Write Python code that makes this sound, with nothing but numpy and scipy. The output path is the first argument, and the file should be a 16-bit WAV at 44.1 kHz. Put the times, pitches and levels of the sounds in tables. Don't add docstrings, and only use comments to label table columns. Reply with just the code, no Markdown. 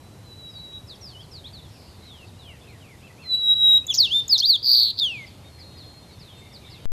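import sys
import numpy as np
from scipy import signal
from scipy.fft import rfft, irfft
from scipy.io import wavfile
from scipy.ndimage import uniform_filter1d, map_coordinates

SR = 44100
rng = np.random.default_rng(int(sys.argv[2]) if len(sys.argv) > 2 else 0)


def natural_amplitude(level_db):
    exponent = np.asarray(level_db, float) / 20
    return 10 ** exponent


def master(y):
    cut = np.clip(np.atleast_2d(y).T, -1, 1)
    pcm = np.round(cut * 32767)
    wavfile.write(sys.argv[1], SR, pcm.astype(np.int16))


N = 305157


def unit(x):
    return x / np.sqrt(np.mean(x ** 2) + 1e-20)


def along(points, hz):
    f, value = np.transpose(points)
    return np.interp(np.log(hz + 1), np.log(f + 1), value)


def wobble(rate, size=N):
    knots = rng.standard_normal(int(size * rate / SR) + 4)
    return map_coordinates(knots, [np.arange(size) * rate / SR])


def add(track, s, sound):
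    track[round(s * SR):][:len(sound)] += sound


def columns(rows):
    s, *cols = np.transpose(rows)
    t = np.arange(s[0], s[-1], 1 / SR)
    return s[0], [uniform_filter1d(np.interp(t, s, c), size=240, mode="nearest") for c in cols]


def rush(spectrum, level, patchy_db):
    top_hz = 13280
    hz, t, z = signal.stft(rng.standard_normal(N + 4096), SR, nperseg=2048)
    patches = uniform_filter1d(uniform_filter1d(rng.standard_normal(z.shape), 14, 0), 3, 1)
    colour = natural_amplitude(along(spectrum, hz)) * (hz < top_hz)
    z = z * colour[:, None] * natural_amplitude(patchy_db * unit(patches))
    noise = signal.istft(z, SR, nperseg=2048)[1][:N]
    return unit(noise) * natural_amplitude(np.interp(np.arange(N) / SR, *np.transpose(level)))


# (frequency [Hz], density [dB per Hz])
AIR_SPECTRUM = [(12, -47.5), (20, -47.5), (64, -2.5), (99, 3), (220, -8), (922, -17.5), (1510, -25),
                (3100, -26.5), (3970, -27.5), (6000, -30), (12300, -33.5), (13300, -38.5), (14500, -86.5)]
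# (time [s], level [dB])
AIR_LEVEL = [
    (0, -47),
    (4.33, -47),
    (4.44, -49.5),
    (4.98, -49.5),
    (5.04, -47),
]
# (frequency [Hz], density [dB per Hz])
ENGINE_SPECTRUM = [(55, -32.5), (76, -4), (84, 12), (95, 3.5), (130, -35.5)]
# (time [s], level [dB])
ENGINE_LEVEL = [(0, -56), (.6, -51), (2.1, -50), (2.3, -58), (3.4, -52.5), (4.3, -51), (4.55, -57),
                (5.1, -52), (6.9, -54)]


def distant_rumble():
    air = rush(AIR_SPECTRUM, AIR_LEVEL, patchy_db=0.95)
    return air + natural_amplitude(-2.0) * rush(ENGINE_SPECTRUM, ENGINE_LEVEL, patchy_db=2.2)


# (frequency [Hz], density [dB per Hz])
CHORUS_SPECTRUM = [(1500, -35), (2100, -3), (3000, -3), (4000, 5.5), (5200, -4.5), (6500, -51)]
# (time [s], level [dB])
CHORUS_LEVEL = [(0, -92.5), (1, -73.5), (2.001, -58.5), (3, -66), (5.302, -59.5), (6, -61), (6.9, -53.5)]


def distant_chorus():
    return rush(CHORUS_SPECTRUM, CHORUS_LEVEL, patchy_db=6.0)


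def tail(decay, db):
    hz, t, z = signal.stft(rng.standard_normal(SR), SR, nperseg=128)
    fading = z * natural_amplitude(-60 * t / along(decay, hz)[:, None])
    noise = signal.istft(fading, SR, nperseg=128)[1]
    return natural_amplitude(db) * noise / np.linalg.norm(noise)


# (frequency [Hz], decay time to -60 dB [s])
TWIG_DECAY = [(2000, 0.19), (14000, 0.043)]
# (frequency [Hz], decay time to -60 dB [s])
SCRUB_DECAY = [(2000, 1), (4500, 0.88), (8000, 0.9), (14000, 0.2)]
# (delay [s], level [dB])
REFLECTIONS = [
    (.020, -23),
    (.062, -31),
]


def scrub(near_db, tail_db):
    answer = np.pad(tail(TWIG_DECAY, near_db) + tail(SCRUB_DECAY, tail_db), (130, 0))
    for delay, db in REFLECTIONS:
        add(answer, delay, natural_amplitude(db) * rng.standard_normal(144) / 12)
    return answer


def echoed(x, answer):
    band_hz = 15250
    heard = rfft(x + signal.fftconvolve(x, answer)[:N])
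    return irfft(heard * (np.fft.rfftfreq(N, 1 / SR) < band_hz), N)


# (frequency [Hz], gain [dB])
THROAT = [(1800, -24), (3300, -13), (4100, -6), (4550, 0), (5100, -7), (6000, -14), (7000, -20),
          (9500, -44)]
# (multiple of the pitch, level [dB])
OVERTONES = [
    (2, -43),
    (3, -38),
    (4, -52),
]
# (frequency [Hz], gain [dB])
BEAK = [(3000, 7), (6200, 14), (7600, 1.5), (10000, -2), (12000, -1.5), (14000, 12), (15200, 3)]


def syrinx(pitch_hz, gain, overtone_db, throat=0, rasp=.22, halo_db=-38):
    size = len(pitch_hz)
    phase = 2 * np.pi * (np.cumsum(pitch_hz) / SR + rng.random())
    halo = natural_amplitude(halo_db) * wobble(1500, size=size)
    tone = natural_amplitude(throat * along(THROAT, pitch_hz)) * (1 + halo) * np.sin(phase)
    push = (gain / natural_amplitude(-20)) ** .3
    for k, db in OVERTONES:
        level = push * natural_amplitude(db + overtone_db + along(BEAK, k * pitch_hz))
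        tone = tone + level * np.sin(k * phase + rasp * wobble(2500, size=size))
    return np.sqrt(2) * gain * tone


def glides(rows, swell, flutter_db, overtone_db, throat):
    out = np.zeros(N + SR)
    for s, length, start, middle, end, db in rows:
        u = np.linspace(0, 1, int(length * SR))
        pitch = start * (1 - u) * (1 - 2 * u) + 4 * middle * u * (1 - u) + end * u * (2 * u - 1)
        shape = np.abs(np.sin(np.pi * u)) ** (swell * min(1, .07 / length))
        gain = natural_amplitude(db + flutter_db * wobble(22.1, size=len(u))) * shape
        add(out, s, syrinx(pitch, gain, overtone_db, throat))
    return out[:N]


def slurs(notes, waver, overtone_db, ring_db=0):
    ring_hz, ring_width_hz = 4470, 170
    out = np.zeros(N)
    for note in notes:
        s, (pitch, db) = columns(note)
        edge = signal.windows.tukey(len(pitch), 260 / len(pitch))
        flare = ring_db * np.exp(-((pitch - ring_hz) / ring_width_hz) ** 2)
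        lift = .5 * along(THROAT, pitch)
        wavering = pitch * (1 + waver * wobble(90, size=len(pitch)))
        add(out, s, syrinx(wavering, natural_amplitude(db + flare) * edge, overtone_db - lift))
    return out


def breaths(rows, rest_hz):
    settle_s, swell_s, swell_bend = .075, .17, 1.4
    note = []
    for s, length, start, soft_db, full_db in rows:
        t = np.linspace(0, length, num=24)
        rise = np.clip(1 - t / min(swell_s, length), 0, 1) ** swell_bend
        pitch = rest_hz + (start - rest_hz) * np.exp(-t / settle_s)
        note += list(zip(s + t, pitch, full_db - (full_db - soft_db) * rise))
    return note


def chirps(rows):
    depth, rate = (.19, .38), (131, 113)
    ends = rows[0][0], rows[-1][0]
    return [(s, top, np.interp(s, ends, depth), np.interp(s, ends, rate), db) for s, top, db in rows]


def buzz(rows, overtone_db):
    s, (top, depth, rate, db) = columns(rows)
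    out = np.zeros(N)
    sounding = .65
    edge = signal.windows.tukey(len(rate), 400 / len(rate))
    for lag, stretch in [(0, 1.0), (.52, 1.04)]:
        turns = np.cumsum(rate) / SR / 2 + 1 - lag + 0.0047 * wobble(51, size=len(rate))
        luck = rng.standard_normal((80, 2))[turns.astype(int)]
        u = np.clip(turns % 1 / sounding, 0, 1)
        climb = (1 - u) ** 2.3
        pitch = stretch * top * (1 - depth * climb + 0.012 * luck[:, 0])
        gain = natural_amplitude(db + luck[:, 1]) * np.abs(np.sin(np.pi * u)) ** 0.95
        add(out, s, syrinx(pitch, gain * edge, overtone_db, throat=0.82, rasp=.7, halo_db=-22))
    return out


# (time [s], peak level [dB])
COOS = [(5.4231, -50), (5.5712, -51), (5.7503, -50), (5.902, -56), (6.0796, -52), (6.1913, -53),
        (6.346, -50), (6.4971, -51), (6.6583, -47.5)]


def hoarse_calls():
    out = np.zeros(N)
    t = np.arange(2400) / SR
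    for s, db in COOS:
        carrier = wobble(510, size=len(t)) * np.sin(2 * np.pi * 2080 * t)
        add(out, s, natural_amplitude(db - 7.5) * np.hanning(len(t)) * carrier)
    return out


# (time [s], length [s], start [Hz], end
# [Hz], level [dB])
FAR_STROKES = [(.49, .11, 5440, 4250, -55.5), (.72, .075, 3330, 3700, -56), (.87, .05, 5640, 4100, -52),
               (.895, .058, 4300, 3200, -43), (.95, .017, 5870, 4160, -56), (.99, .03, 3430, 4740, -57),
               (1.01, .12, 5900, 4140, -47.5), (1.07, .06, 4630, 3100, -54.5), (1.2, .06, 5700, 3750, -59),
               (1.31, .095, 5700, 3560, -45), (1.44, .047, 3140, 4470, -45), (1.53, .076, 4800, 3400, -45),
               (1.61, .075, 4200, 3160, -57), (2.05, .2, 4240, 2554, -51), (1.454, .037, 2610, 2190, -60),
               (1.725, .074, 3000, 2260, -60),
               (2.39, .135, 4070, 2680, -50), (2.37, .1, 2850, 2900, -59), (2.47, .105, 2550, 1750, -55),
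               (2.53, .07, 3000, 2100, -57), (2.625, .035, 2450, 2920, -58), (2.67, .105, 2680, 1780, -52),
               (2.8, .1, 3410, 2050, -54), (2.87, .09, 2650, 1850, -50), (3.0, .042, 2400, 3600, -56),
               (3.05, .06, 3600, 2350, -58), (3.1, .016, 2000, 1980, -45), (3.22, .025, 3696, 2800, -62.5),
               (3.255, .016, 2020, 2000, -46), (3.33, .055, 2350, 3300, -54),
               (3.67, .06, 3080, 1950, -52.5), (3.67, .033, 3340, 2850, -59), (3.82, .033, 2430, 2780, -54),
               (5.26, .033, 5420, 4340, -55), (5.44, .052, 3680, 3700, -57), (5.59, .06, 5360, 3720, -55),
                (5.77, .085, 5150, 3170, -53), (5.71, .025, 3500, 4000, -58), (5.62, .2, 3800, 3790, -63),
                (6.07, .093, 4260, 3600, -63), (6.19, .06, 5670, 3780, -51.5),
                (6.255, .09, 4000, 2890, -52), (6.28, .038, 2800, 3300, -61), (6.35, .04, 2910, 2560, -61),
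                (6.525, .055, 5760, 3720, -49), (6.645, .025, 3400, 4140, -49),
                (6.7, .078, 5400, 3250, -49), (6.765, .04, 2900, 2140, -54), (6.37, .04, 7640, 8040, -54),
                (6.39, .04, 7500, 7280, -62)]
# (time [s], length [s], edge [Hz], crest [Hz], level [dB])
ARCHES = [
    (2.268, .036, 3250, 3900, -57),
    (2.67, .065, 3350, 4200, -58),
    (3.01, .085, 2050, 2680, -51),
    (3.17, .08, 2000, 2700, -52),
    (3.548, .05, 3320, 3020, -52),
]
# (time [s], pitch [Hz], level [dB])
FAR_SCOOP = [
    (1.125, 3150, -56),
    (1.155, 2930, -49),
    (1.19, 3050, -49),
    (1.222, 3420, -46),
]
# (rest [Hz], breaths of (time [s], length [s], start [Hz], soft level [dB], full level [dB]))
FAR_WHISTLES = [
    (3980, [(0, .075, 3990, -66, -59), (.1, .04, 3985, -74, -64), (.16, .055, 3980, -74, -62), (.225, .04, 3980, -68, -66)]),
    (3860, [(.235, .11, 4150, -60, -48), (.358, .14, 4000, -54, -41), (.53, .04, 3880, -52, -43), (.61, .175, 3935, -43, -43)]),
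    (4210, [(5.49, .195, 4310, -66, -53), (5.7, .215, 4240, -58, -52), (5.93, .06, 4230, -60, -51), (6.0, .165, 4220, -60, -62)]),
    (3620, [(6.16, .15, 3600, -61, -64), (6.33, .095, 3630, -56, -53), (6.44, .14, 3620, -62, -62)]),
]
# (time [s], top of the chirps [Hz], level [dB])
FAR_BUZZ = [
    (1.68, 5780, -55),
    (1.76, 5400, -52),
    (1.9, 4900, -53.5),
    (1.97, 4700, -58),
]


def neighbours():
    sag = .42
    strokes = [(s, length, a, min(a, b) + sag * abs(a - b), b, db)
               for s, length, a, b, db in FAR_STROKES]
    arches = [(s, length, edge, crest, edge, db) for s, length, edge, crest, db in ARCHES]
    quick = glides(strokes + arches, swell=0.45, flutter_db=2.5, overtone_db=-33, throat=0.28)
    whistles = [breaths(rows, rest_hz) for rest_hz, rows in FAR_WHISTLES]
    held = slurs(whistles + [FAR_SCOOP], waver=0.0015, overtone_db=-30)
    return natural_amplitude(1.8) * quick + hoarse_calls() + held + buzz(chirps(FAR_BUZZ), overtone_db=-32.5)


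# (length [s], start [Hz], middle [Hz], end [Hz])
TICK, PLUNGE, TRILL = (.0105, 9500, 6600, 8600), (.0082, 8750, 6270, 3700), (.0078, 4600, 7000, 4150)
CHIP, STOP, GRACE = (.009, 5500, 4000, 3480), (.005, 3670, 3420, 2850), (.049, 7100, 6400, 4800)
# (shape, time [s], pitch factor, level [dB])
FLICKS = [(TICK, 3.8645, 1.0, -13), (GRACE, 3.895, 1.0, -20.5), (PLUNGE, 3.9365, 1.04, -11),
          (TICK, 4.278, 1.0, -11.5), (PLUNGE, 4.376, .98, -12.5), (PLUNGE, 4.383, .84, -14.5),
          (TRILL, 4.389, .86, -10), (PLUNGE, 4.3965, .87, -12), (CHIP, 4.972, .95, -28),
          (CHIP, 4.979, .98, -23.5), (CHIP, 4.9875, .98, -15), (CHIP, 4.9955, 1.05, -14.5),
          (STOP, 3.779, 1.0, -21), (STOP, 4.204, 1.0, -22)]
# (time [s], length [s], start, middle, end [Hz], level [dB])
LANDING = (4.400, .014, 4740, 4250, 4350, -13)


def flicks():
    trill = [(TRILL, 3.9442 + k * .00715, 1, -4.5 - k * 3) for k in range(3)]
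    rows = [(s, length, *np.multiply(hz, factor), db)
            for (length, *hz), s, factor, db in FLICKS + trill]
    return glides(rows + [LANDING], swell=.8, flutter_db=0, overtone_db=-1, throat=1)


# (time [s], length [s], start [Hz], soft level [dB], full level [dB])
WHISTLE = [
    (3.22, .134, 4330, -60, -16.5),
    (3.376, .146, 3947, -28, -16.5),
    (3.546, .236, 3900, -25, -13.5),
]
HOOK = [
    (3.877, 3440, -40),
    (3.899, 3526, -21.5),
    (3.907, 3387, -16),
    (3.927, 2880, -38),
    (3.935, 2520, -36),
]
DIVE = [
    (3.967, 6950, -33),
    (3.981, 5630, -20.7),
    (3.989, 5050, -11),
    (3.998, 4700, -21),
    (4.005, 4510, -16),
    (4.019, 4150, -16.5),
    (4.035, 3800, -17),
    (4.055, 3340, -20),
    (4.069, 2876, -31),
]
SCOOP = [
    (4.081, 2643, -33),
    (4.099, 2800, -37),
    (4.123, 3256, -21.5),
    (4.141, 3540, -19.2),
    (4.165, 3595, -17),
    (4.206, 3595, -17),
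]
DROP = [
    (4.29, 5240, -41),
    (4.296, 5240, -24),
    (4.308, 5000, -19.5),
    (4.346, 4120, -15),
    (4.368, 3490, -21.5),
    (4.376, 3280, -38),
]
ARC = [
    (4.414, 3030, -37),
    (4.43, 3320, -21),
    (4.448, 3920, -16),
    (4.466, 4740, -23),
    (4.486, 4800, -17.5),
    (4.526, 4060, -16.5),
    (4.56, 3346, -19.5),
    (4.568, 3100, -32),
]
ENDING = [
    (5.002, 3800, -25),
    (5.028, 3556, -18.5),
    (5.055, 3260, -21),
    (5.088, 2904, -29),
    (5.158, 2445, -36.5),
    (5.198, 2220, -39.5),
    (5.256, 2030, -46),
]
# (time [s], top of the chirps [Hz], level [dB])
BUZZ = [
    (4.626, 4900, -27.5),
    (4.66, 4880, -15),
    (4.73, 4720, -10),
    (4.843, 4520, -12),
    (4.853, 4450, -15.5),
    (4.919, 4200, -19),
]


def sparrow():
    song = [breaths(WHISTLE, rest_hz=3825), HOOK, DIVE + SCOOP, DROP, ARC, ENDING]
    slurred = slurs(song, waver=0.0007, overtone_db=0, ring_db=6.5)
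    return slurred + flicks() + buzz(chirps(BUZZ), overtone_db=2.5)


def scene():
    background = distant_rumble() + distant_chorus()
    far = echoed(neighbours(), scrub(near_db=-10.5, tail_db=-15.5))
    near = echoed(sparrow(), scrub(near_db=-18, tail_db=-24))
    mono = background + far + near
    return np.array([mono, mono])


def roll_off(x):
    return signal.sosfilt(signal.butter(12, 15710, fs=SR, output="sos"), x)


def record(dry):
    cut, offset = 302344, .1322
    after = np.arange(N) >= cut
    mix = np.where(after, [[offset], [0]], dry)
    return roll_off(mix)


dry = scene()
out = record(dry)
master(out)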